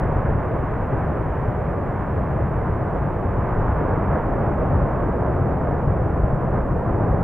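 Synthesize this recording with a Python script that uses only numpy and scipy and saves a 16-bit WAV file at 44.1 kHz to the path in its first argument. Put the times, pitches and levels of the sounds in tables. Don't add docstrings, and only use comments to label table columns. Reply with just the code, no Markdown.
import sys
import numpy as np
from scipy import signal
from scipy.fft import rfft, irfft
from scipy.io import wavfile

SR = 44100
rng = np.random.default_rng(int(sys.argv[2]) if len(sys.argv) > 2 else 0)


def transcribe(u):
    v = np.clip(np.atleast_2d(u).T, -1, 1)
    q = np.round(v * 32767).astype(np.int16)
    wavfile.write(sys.argv[1], SR, q)


N = 318843
TIME = np.arange(N) / SR
FREQS = np.maximum(np.fft.rfftfreq(N, 1 / SR), 1)

# frequency in Hz, level in dB per Hz.
ERUPTION_COLOUR = [(7.1, -36.5), (12, -9.5), (59, 1.5), (85, 0), (139, -1.5), (232, -11.5), (662, -13),
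                   (836, -16), (1030, -16.5), (1640, -27.5), (2230, -39.5), (3160, -56.5), (4110, -71),
                   (6950, -120)]


def undb(db):
    return 10 ** (np.asarray(db) / 20)


def unit(x):
    return x / np.sqrt(np.mean(x ** 2))


def noise():
    return rng.standard_normal(N)


def over_frequency(table):
    points, *columns = np.transpose(table)
    return [np.interp(np.log(FREQS), np.log(points), column) for column in columns]


def colour(x, table, lo_hz, hi_hz):
    db, = over_frequency(table)
    low_skirt = 1 + (lo_hz / FREQS) ** 10
    high_skirt = 1 + (FREQS / hi_hz) ** 10
    skirts = 1 / np.sqrt(low_skirt * high_skirt)
    return unit(irfft(rfft(x) * undb(db) * skirts, N))


def walk(rate_hz):
    return unit(irfft(rfft(noise()) * np.exp(-(FREQS / rate_hz) ** 2), N))


def impacts(per_s, scatter_db):
    happens = rng.random(N) < per_s / SR
    sign = np.sign(noise())
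    size = undb(scatter_db * noise())
    return unit(happens * sign * size)


def slug_lift():
    # start in seconds, length in seconds,
    # lift of the heaving in dB, lift of the bursting in dB.
    slugs = [(0.0, .34, 6.5, 4.5), (0.491, .06, 6, 1.5), (0.94, .1, 0, 2.5), (2.15, .55, 0.5, 1.6),
             (3.24, .06, 3.5, 1), (3.52, 0.14, 5, 2.5), (3.8, .22, 1.5, 2.2), (4.581, .2, 1, 4.5),
             (4.919, .06, 3, 3), (5.379, .25, 2, 2.5), (5.807, .12, 1.5, 4.5), (6.189, .12, 3, 3.5),
             (6.521, .08, 3.5, 0.5), (6.989, 0.11, 3, 3.5)]
    attack_s, release_s = 0.043, 0.075
    lift_db = np.zeros((2, N))
    for start, length, heave_db, burst_db in slugs:
        attack = np.clip((TIME - start) / attack_s, 0, 1)
        release = np.exp(-np.maximum(TIME - start - length, 0) / release_s)
        lift_db += np.outer([heave_db, burst_db], attack * release)
    return lift_db


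def vent_levels():
    heave_lift, burst_lift = slug_lift()
    heave_db = -31.5 + 0.59 * TIME + heave_lift
    burst_db = -27 + 0.47 * TIME + burst_lift
    return heave_db, burst_db


def vent(heave_db, burst_db):
    heave = colour(noise(), ERUPTION_COLOUR, lo_hz=9.8, hi_hz=71)
    bursts = colour(impacts(per_s=1500, scatter_db=0.0), ERUPTION_COLOUR, lo_hz=71.0, hi_hz=201)
    return heave * undb(heave_db) + bursts * undb(burst_db)


def fountain_levels():
    # time in seconds, gas jet in dB, spatter in dB.
    strength = [(0.0, -26.5, -32), (0.6, -27, -33.5), (1.001, -28, -32.5), (1.7, -28, -34), (3.3, -28, -33),
                (3.6, -26.8, -30), (4.1, -26, -30.5), (4.75, -25, -31), (6.15, -27, -33.5),
                (6.8, -26.5, -33.5), (7.0, -24.6, -32), (7.23, -25.5, -32)]
    # peak time in seconds, lift of both jet and spatter in dB.
    spurts = [(3.93, 2), (4.16, 3), (5.28, 1.4), (6.55, 3)]
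    spurt_width_s = 0.042
    times, jet_db, spatter_db = np.transpose(strength)
    lift_db = sum(db * np.exp(-((TIME - peak) / spurt_width_s) ** 2) for peak, db in spurts)
    return np.interp(TIME, times, jet_db) + lift_db, np.interp(TIME, times, spatter_db) + lift_db


def jet(db):
    flutter_db = 0.47 * walk(rate_hz=8.6)
    return colour(noise(), ERUPTION_COLOUR, lo_hz=200, hi_hz=750) * undb(db + flutter_db)


def spatter(db):
    clots = colour(impacts(per_s=12000, scatter_db=2.5), ERUPTION_COLOUR, lo_hz=730, hi_hz=1750)
    spray = colour(impacts(per_s=16000, scatter_db=2.0), ERUPTION_COLOUR, lo_hz=1705, hi_hz=6000)
    swing_share, thinning_db_per_s = 0.58, -0.5657
    spray_db = -42.5 + swing_share * (db - db.mean()) + thinning_db_per_s * TIME
    flutter_db = 0.4 * walk(rate_hz=14)
    return (clots * undb(db) + spray * undb(spray_db)) * undb(flutter_db)


def microphones(x, scattered_db):
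    # frequency in Hz, left minus right in dB,
    # left's lead in radians.
    echoes = [(80, 0.5, 0.04), (140, 2.5, -0.14), (225, -1.1, 0.06), (275, 6, -0.2), (340, 0.7, -0.6),
              (450, -2.5, -0.79), (530, -8.5, 0.029), (600, -2.5, 0.55), (770, 3, -0.06), (860, 0, -0.35),
              (1130, -4, -0.09), (1220, -2.5, 0.05), (1500, -0.5, -0.02), (3000, -1, -0.01)]
    pan_db, lead = over_frequency(echoes)
    half = undb(pan_db / 2) * np.exp(1j * lead / 2)
    ports = np.array([half, 1 / half]) / np.abs((half + 1 / half) / 2)
    spectrum = rfft(x)
    apart_hz = 190
    random_phase = np.exp(2j * np.pi * rng.random(len(FREQS)))
    scattered = spectrum * random_phase * FREQS / np.hypot(FREQS, apart_hz)
    opposite = np.array([[1], [-1]])
    return irfft(spectrum * ports + undb(scattered_db) * scattered * opposite, N)


def breeze(db):
    puffs = np.array([colour(noise(), ERUPTION_COLOUR, lo_hz=8, hi_hz=24) for _ in range(2)])
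    return puffs * undb(db + 2 * walk(rate_hz=1.5))


def electronics(hiss_db, whine_db):
    # frequency in Hz, level in dB per Hz.
    hiss_colour = [(1000, 0.5), (3700, 1.5), (5000, 0.5), (8000, -0.5), (15000, -1.5)]
    whine_hz = 7759
    hiss = np.array([colour(noise(), hiss_colour, lo_hz=500, hi_hz=20000) for _ in range(2)])
    whine = np.sin(2 * np.pi * whine_hz * TIME)
    return undb(hiss_db) * hiss + undb(whine_db) * whine


def scene():
    heave_db, burst_db = vent_levels()
    jet_db, spatter_db = fountain_levels()
    fountain = vent(heave_db, burst_db) + jet(jet_db) + spatter(spatter_db)
    return microphones(fountain, scattered_db=-22.5) + breeze(db=-44.5)


def record(dry):
    top_hz = 15700
    top_cut = signal.ellip(10, .1, 80, top_hz, fs=SR, output="sos")
    return signal.sosfilt(top_cut, dry + electronics(hiss_db=-69, whine_db=-90.5))


dry = scene()
out = record(dry)
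transcribe(out)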